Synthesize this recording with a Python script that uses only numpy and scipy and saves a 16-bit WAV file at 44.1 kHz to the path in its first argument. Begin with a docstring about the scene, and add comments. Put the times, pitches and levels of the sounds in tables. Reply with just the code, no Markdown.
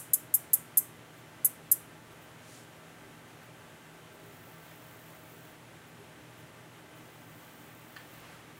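"""Katydid ticks by stridulation

A katydid close by makes sharp ticks: in each quick wing stroke a scraper jumps over about ten file
teeth, exciting the wing's resonances. Hard surfaces nearby give each tick a short tail. Later a
fainter insect sings very high, short zips and two long buzzes. Steady hiss, rumble and a low machine
hum lie beneath, with brief low drones, a soft swish, a little rustling and one small knock."""
import sys
import numpy as np
from scipy import signal
from scipy.fft import rfft, irfft
from scipy.io import wavfile
from scipy.ndimage import uniform_filter1d

SR = 44100
rng = np.random.default_rng(int(sys.argv[2]) if len(sys.argv) > 2 else 0)


def unload_audio(sound):
    """Save the sound as a 16-bit wav file, at the path given as the first command line argument."""
    columns = np.transpose(np.atleast_2d(sound))
    # keep every value between -1 and 1, then stretch to whole-number steps
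    steps = np.round(np.clip(columns, -1, 1) * 32767)
    wavfile.write(sys.argv[1], SR, steps.astype(np.int16))


N = 378819
T = np.arange(N) / SR


def amp(db):
    """Amplitude ratio of a level in decibels."""
    return 10 ** (np.asarray(db) / 20)


def unit(x):
    """Normalisation to rms 1."""
    return x / np.sqrt(np.mean(x ** 2) + 1e-20)


def read(points, hz):
    """Interpolation of a (frequency, value) table on a log-frequency axis."""
    f, value = np.transpose(points)
    return np.interp(np.log(hz + 1), np.log(f + 1), value)


def add(mix, s, sound):
    """Superposition of a sound at time s, which may lie before the start."""
    at = round(s * SR)
    sound = sound[max(-at, 0):]
    part = mix[max(at, 0):][:len(sound)]
    part += sound[:len(part)]


def noise(colour):
    """Spectral shaping of white noise, at rms 1."""
    gain = amp(read(colour, np.fft.rfftfreq(N, 1 / SR)))
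    return unit(irfft(rfft(rng.standard_normal(N)) * gain, N))


def drift(seconds):
    """Random fluctuation of rms 1 with the given correlation time."""
    return unit(uniform_filter1d(rng.standard_normal(N), max(round(seconds * SR), 1)))


def swell(s, db, length):
    """Gaussian envelope that peaks at time s."""
    return amp(db) * np.exp(-(2 * (T - s) / length) ** 2)


# modes of the wing and its perch: f/Hz, width/Hz, relative level/dB
WING_MODES = [(4190, 340, -26), (5210, 190, -17.5), (5950, 150, -21), (6650, 200, -8.5), (7530, 610, -7.5),
              (8250, 220, -2), (9200, 390, -2), (9840, 300, -2), (10480, 410, -0.5), (11130, 450, 1.5),
              (11840, 350, 1), (12330, 360, 3.5), (13100, 400, 5), (14040, 250, -6), (14800, 300, -2),
              (15200, 400, -8)]
# radiation of the small wing, poor at low frequencies: f/Hz, gain/dB
WING_RADIATION = [(1000, -12), (2500, -0.5), (3300, -8), (4500, -9.5), (5700, -5), (6150, -6.5),
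                  (6450, -2.5), (16000, 1.5)]


def wing(snap, tuning):
    """Impulse excitation: a snap is brief enough to strike all the wing's modes about equally."""
    hz, blow = np.fft.rfftfreq(len(snap), 1 / SR), rfft(snap)
    blow = blow / (abs(blow) + 1e-9) ** .75  # nearly flat spectrum
    power = sum(amp(db) ** 2 / (1 + (2 * (hz - tuning * centre) / width) ** 2) ** 1.4
                for centre, width, db in WING_MODES)
    log_gain = np.log(np.sqrt(power) * amp(read(WING_RADIATION, hz)))
    # minimum phase: the ringing follows the blow
    phase = -signal.hilbert(np.r_[log_gain, log_gain[-2:0:-1]]).imag[:len(hz)]
    return irfft(blow * np.exp(log_gain + 1j * phase))


def tick(length, tooth_hz, pitch, jitter=.11, uneven_db=0.6, fade_db=2.7, hardest=0.4,
         flex=0.01, slowing=.3, first_db=-2, size=4096):
    """Stridulation: the scraper catches lightly, then snaps over the teeth ever more slowly."""
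    slip, force, bend = rng.standard_normal((40, 3)).T
    teeth = np.arange(len(slip))
    way = (teeth + jitter * slip * (teeth > 0)) / (tooth_hz * length)  # share of the file passed
    onsets = length * way * (1 + slowing * (way - 1))
    force_db = uneven_db * force - fade_db * (2 * (way - hardest)) ** 2 + first_db * (teeth == 0)
    tunings = pitch + flex * bend  # flexing detunes the wing
    t = np.arange(size) / SR
    # the scraper rattles for under a millisecond as it lands
    snaps = rng.standard_normal((len(slip), size)) * np.exp(-((t - .0009) / .00036) ** 4)
    stroke = np.zeros(size // 2)
    for s, db, snap, tuning in zip(onsets, force_db, snaps, tunings):
        if s < length:
            add(stroke, s, unit(wing(snap, tuning)) * amp(db))
    return stroke / np.sqrt(np.sum(stroke ** 2) / (length * SR))


# echoes from nearby surfaces: delay/s, gain/dB
ECHO_PATHS = [(.0034, -7.5), (.0062, -7.5), (.0095, -21), (.0128, -18), (.0165, -16), (.0195, -23.5)]


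def reflections(scatter_db, decay_s):
    """Early reflection: an impulse response of direct sound, fine scatter and single echoes."""
    t = np.arange(SR // 10) / SR
    scatter = rng.standard_normal(len(t)) * np.exp(-t / decay_s)
    response = amp(scatter_db) * scatter / np.linalg.norm(scatter)
    response[0] += 1
    for delay, db in ECHO_PATHS:
        response[round(delay * SR)] += amp(db)
    return response


# spectrum of the diffuse echoes: f/Hz, relative level/dB
TAIL_SPECTRUM = [(3000, -58), (5800, -10.5), (6600, -6.5), (7400, -1.5), (8500, -2.5), (10000, 0.5),
                 (12300, -1), (13300, 1), (14000, 4), (15500, -5)]
# reverberation time of the surroundings: f/Hz, T60/s
TAIL_T60 = [(4000, 0.39), (7900, 0.29), (8200, 0.34), (8500, 0.3), (12000, 0.29), (16000, 0.23)]
# tones ringing in the surroundings: f/Hz, level/dB re the diffuse echoes, T60/s
TAIL_MODES = [(5180, -16, 0.094), (8195, -13, 0.26), (8755, -12, .29), (9500, -18, .27), (10300, -17, .26),
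              (10490, -24, .4), (11070, -16, 0.284), (11290, -17, .2), (11665, -16, .27), (12230, -12, .24),
              (13070, -16, .22), (13372, -19, 0.21), (14085, -18, .2)]


def tail(rise_s=0.015, uneven_db=2.5, excite_db=3):
    """Reverberation: diffuse echoes build up, then decay treble first; thin tones ring within them."""
    hz, t, bands = signal.stft(rng.standard_normal(SR // 2), SR, nperseg=256)
    colour_db = read(TAIL_SPECTRUM, hz) + uneven_db * rng.standard_normal(len(hz))
    bands = bands * amp(colour_db[:, None] - 60 * t / read(TAIL_T60, hz)[:, None])
    ring = unit(signal.istft(bands, SR, nperseg=256)[1])
    t = np.arange(len(ring)) / SR
    for (tone_hz, db, t60), excitation in zip(TAIL_MODES, rng.standard_normal(len(TAIL_MODES))):
        tone = np.sin(2 * np.pi * (tone_hz * t + rng.random())) * amp(-60 * t / t60)
        ring += amp(db + excite_db * excitation) * unit(tone)
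    ring *= 1 - np.exp(-t / rise_s)
    return ring / np.linalg.norm(ring)


# wing strokes: t/s, level/dB, duration/s, mean tooth rate/Hz, gain below 5.8 kHz/dB, pitch ratio
WING_STROKES = [(-0.043, -18, 0.016, 550, 0, 0.8), (0.1332, -18.5, 0.01, 730, 2.5, 0.97),
                (0.3394, -20, 0.013, 780, 2.5, 0.99), (0.532, -18, 0.011, 800, 1.5, 0.98),
                (0.7715, -18, 0.0135, 720, -4, 0.98), (1.4462, -20.5, 0.014, 800, -2, 0.96),
                (1.7140, -17.5, 0.011, 750, -2.5, 0.97)]


def katydid(tail_db=-18):
    """Multipath propagation: each tick arrives directly, by reflection and as a reverberant tail."""
    out = np.zeros(N)
    low_pass = signal.butter(8, 5800, fs=SR, output="sos")
    for s, db, length, tooth_hz, body_db, pitch in WING_STROKES:
        stroke = amp(db) * tick(length, tooth_hz, pitch)
        stroke += (amp(body_db) - 1) * signal.sosfiltfilt(low_pass, stroke)
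        add(out, s, signal.fftconvolve(stroke, reflections(scatter_db=-11.5, decay_s=0.013)))
        add(out, s, amp(tail_db) * np.linalg.norm(stroke) * tail())
    return out


# hum lines and narrow resonances: f/Hz, width/Hz, rms level/dB
HUM_LINES = [(99.7, 3, -75), (119.3, 3, -65), (156.2, 2.2, -71), (162, 1, -63.5), (238, 4.5, -69.5),
             (304, 9.1, -69.5), (403, 7.7, -72.5), (627.3, 7.6, -69), (870, 56, -71), (1169, 22, -73.5),
             (1335, 4, -74), (1558, 35, -70), (1802, 37, -73.5), (2028, 63, -72), (3072, 7.8, -77.5),
             (3450, 2, -86.5)]


def machine_hum(pure_width_hz=9):
    """Line spectrum of a distant machine: the narrower a line, the steadier its tone."""
    hz, hum = np.fft.rfftfreq(N, 1 / SR), 0
    for centre_hz, width_hz, db in HUM_LINES:
        phases = np.exp(2j * np.pi * rng.random(len(hz)))
        band = unit(irfft(phases / (1 + (2 * (hz - centre_hz) / width_hz) ** 2), N))
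        tone = np.sqrt(2) * np.sin(2 * np.pi * (centre_hz * T + rng.random()))
        steady = np.exp(-(width_hz / pure_width_hz) ** 2)  # the tone's share of the power
        hum += amp(db) * (np.sqrt(steady) * tone + np.sqrt(1 - steady) * band)
    return hum


# spectra of the steady rumble and of its deepest, surging part: f/Hz, relative level/dB
RUMBLE_SPECTRUM = [(20, -48), (40, -39), (60, -18.5), (80, -6.5), (120, 0), (150, -2), (195, -6),
                   (310, -2.5), (450, -11), (700, -13), (1200, -40)]
SURGE_SPECTRUM = [(12, -11), (25, -4.5), (45, -5), (65, 3), (85, -3), (130, -28)]


def rumble(steady_db=-58.5, surge_db=-79, depth_db=9, surge_s=.13):
    """Low-frequency noise: random modulation makes the deepest part well up several times a second."""
    surges = unit(noise(SURGE_SPECTRUM) * amp(depth_db * drift(surge_s)))
    return amp(steady_db) * noise(RUMBLE_SPECTRUM) + amp(surge_db) * surges


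# spectrum of the hiss: f/Hz, relative level/dB
HISS_SPECTRUM = [(150, -15), (450, 1.5), (750, 0.5), (1050, -1), (1500, -1.5), (2100, -3.5), (3100, -6.5),
                 (4000, -11.5), (4800, -15), (7500, -14), (11000, -16.5), (16000, -21)]


def hiss(level_db=-55.5, waver_db=0.4, waver_s=0.061):
    """Broadband noise whose level wavers slightly."""
    return noise(HISS_SPECTRUM) * amp(level_db + waver_db * drift(waver_s))


# brief low drones: peak t/s, level/dB, duration/s, f/Hz
DRONE_TONES = [(0.255, -53.5, 0.054, 122), (1.405, -63, .16, 297.5), (3.068, -57.5, 0.057, 389),
               (4.303, -59, 0.099, 401), (4.294, -61, 0.14, 110), (6.01, -56.5, 0.057, 403)]


def drones():
    """Tone bursts: low sinusoids swell and fade within a moment."""
    return sum(swell(s, db, length) * np.sqrt(2) * np.sin(2 * np.pi * (hz * T + rng.random()))
               for s, db, length, hz in DRONE_TONES)


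# the faint insect's zips: centre t/s, level/dB
ZIP_BURSTS = [(1.19, -66), (2.235, -65), (3.44, -66), (4.145, -64.5), (5.885, -67), (6.395, -65),
              (6.975, -64), (8.585, -65)]


def zip_envelope(length_s=0.048):
    """Gating: each zip is one short, flat-topped burst."""
    return sum(amp(db) * np.exp(-(2 * (T - s) / length_s) ** 4) for s, db in ZIP_BURSTS)


# its long buzzes: onset t/s, duration/s, level/dB, crescendo/(dB/s)
BUZZ_PHRASES = [(4.16, 1.36, -62, -0.5), (6.97, 1.23, -64.5, 2.5)]


def buzz_envelope(beat_hz=46.2, wander=.012, sharpness=2.6, attack_s=.1, release_s=.022,
                  flutter_db=1.0, flutter_s=.04):
    """Amplitude modulation by wing beats, which work up to full force, then stop quickly."""
    beats = np.cumsum(beat_hz * (1 + wander * drift(.05))) / SR
    puffs = np.exp(sharpness * (np.cos(2 * np.pi * beats) - 1))
    strokes = unit(1.2 + puffs)  # from far off, echoes fill most of the gap between beats
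    force = 0
    for start, length, db, crescendo in BUZZ_PHRASES:
        held, after = np.clip(T - start, 0, length), np.maximum(T - start - length, 0)
        force += amp(db + crescendo * held) * (1 - np.exp(-held / attack_s)) * np.exp(-after / release_s)
    return strokes * force * amp(flutter_db * drift(flutter_s))


# spectrum of its rasp: f/Hz, relative level/dB
RASP_SPECTRUM = [(5000, -19), (8000, -7), (10500, -10), (11800, -5), (12400, -2), (12800, -3.5),
                 (13800, 1.5), (14600, 1), (15300, 3.5), (16200, -6)]


def faint_insect():
    """Modulated noise: the wings' very high rasp is the carrier of both zips and buzzes."""
    return (zip_envelope() + buzz_envelope()) * noise(RASP_SPECTRUM)


# spectrum of the swish: f/Hz, relative level/dB
SWISH_SPECTRUM = [(1500, -8), (4000, -2), (6000, -1), (8000, 0), (11000, -5), (15000, -15)]


def swish(peak_s=2.545, level_db=-56.5, length_s=0.2):
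    """High-frequency noise under a single smooth envelope."""
    return swell(peak_s, level_db, length_s) * noise(SWISH_SPECTRUM)


# soft rustles: peak t/s, level/dB, duration/s
RUSTLE_SWELLS = [(4.713, -58.5, .11), (7.993, -60, .1), (8.264, -56.5, 0.41), (8.505, -68, 0.046)]
# their spectrum: f/Hz, relative level/dB
RUSTLE_SPECTRUM = [(200, -12), (700, 0.5), (1700, 2.5), (3300, -3), (4500, -8.5), (6000, -11.5),
                   (12000, -17)]


def rustles():
    """Mid-frequency noise under a few smooth envelopes."""
    return sum(swell(*row) for row in RUSTLE_SWELLS) * noise(RUSTLE_SPECTRUM)


# spectrum of the knock: f/Hz, relative level/dB
KNOCK_SPECTRUM = [(200, -10), (750, -12), (1050, -7), (1500, 8), (2000, 3.5), (2400, -3), (3100, 0),
                  (3900, -9), (4500, -3), (5500, -17), (12000, -32)]


def knock(onset_s=7.9635, level_db=-44.5, decay_s=0.0056):
    """Heavily damped impact: a light blow some way off, too dull to ring, and its reflections."""
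    t = np.arange(SR // 8) / SR
    blow = noise(KNOCK_SPECTRUM)[:len(t)] * np.exp(-t / decay_s)
    blow /= np.sqrt(np.sum(blow ** 2) / (decay_s * SR))
    out = np.zeros(N)
    add(out, onset_s, amp(level_db) * signal.fftconvolve(blow, reflections(scatter_db=1, decay_s=0.03)))
    return out


def scene():
    """Superposition of all sources at one microphone."""
    return (katydid() + machine_hum() + rumble() + hiss() + drones()
            + faint_insect() + swish() + rustles() + knock())[None]


def record(dry, ceiling_db=-8.5, cutoff_hz=15850):
    """Soft saturation rounds the sharpest snaps at the input's ceiling; a low-pass limits the band."""
    fine = signal.resample_poly(dry, 2, 1, axis=1)  # oversampling, so the rounding adds no low notes
    rounded = fine / (1 + (fine / amp(ceiling_db)) ** 6) ** (1 / 6)
    low_pass = signal.firwin(511, cutoff_hz, window=("kaiser", 9), fs=SR)
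    return signal.oaconvolve(signal.resample_poly(rounded, 1, 2, axis=1), low_pass[None], "same")


dry = scene()
out = record(dry)
unload_audio(out)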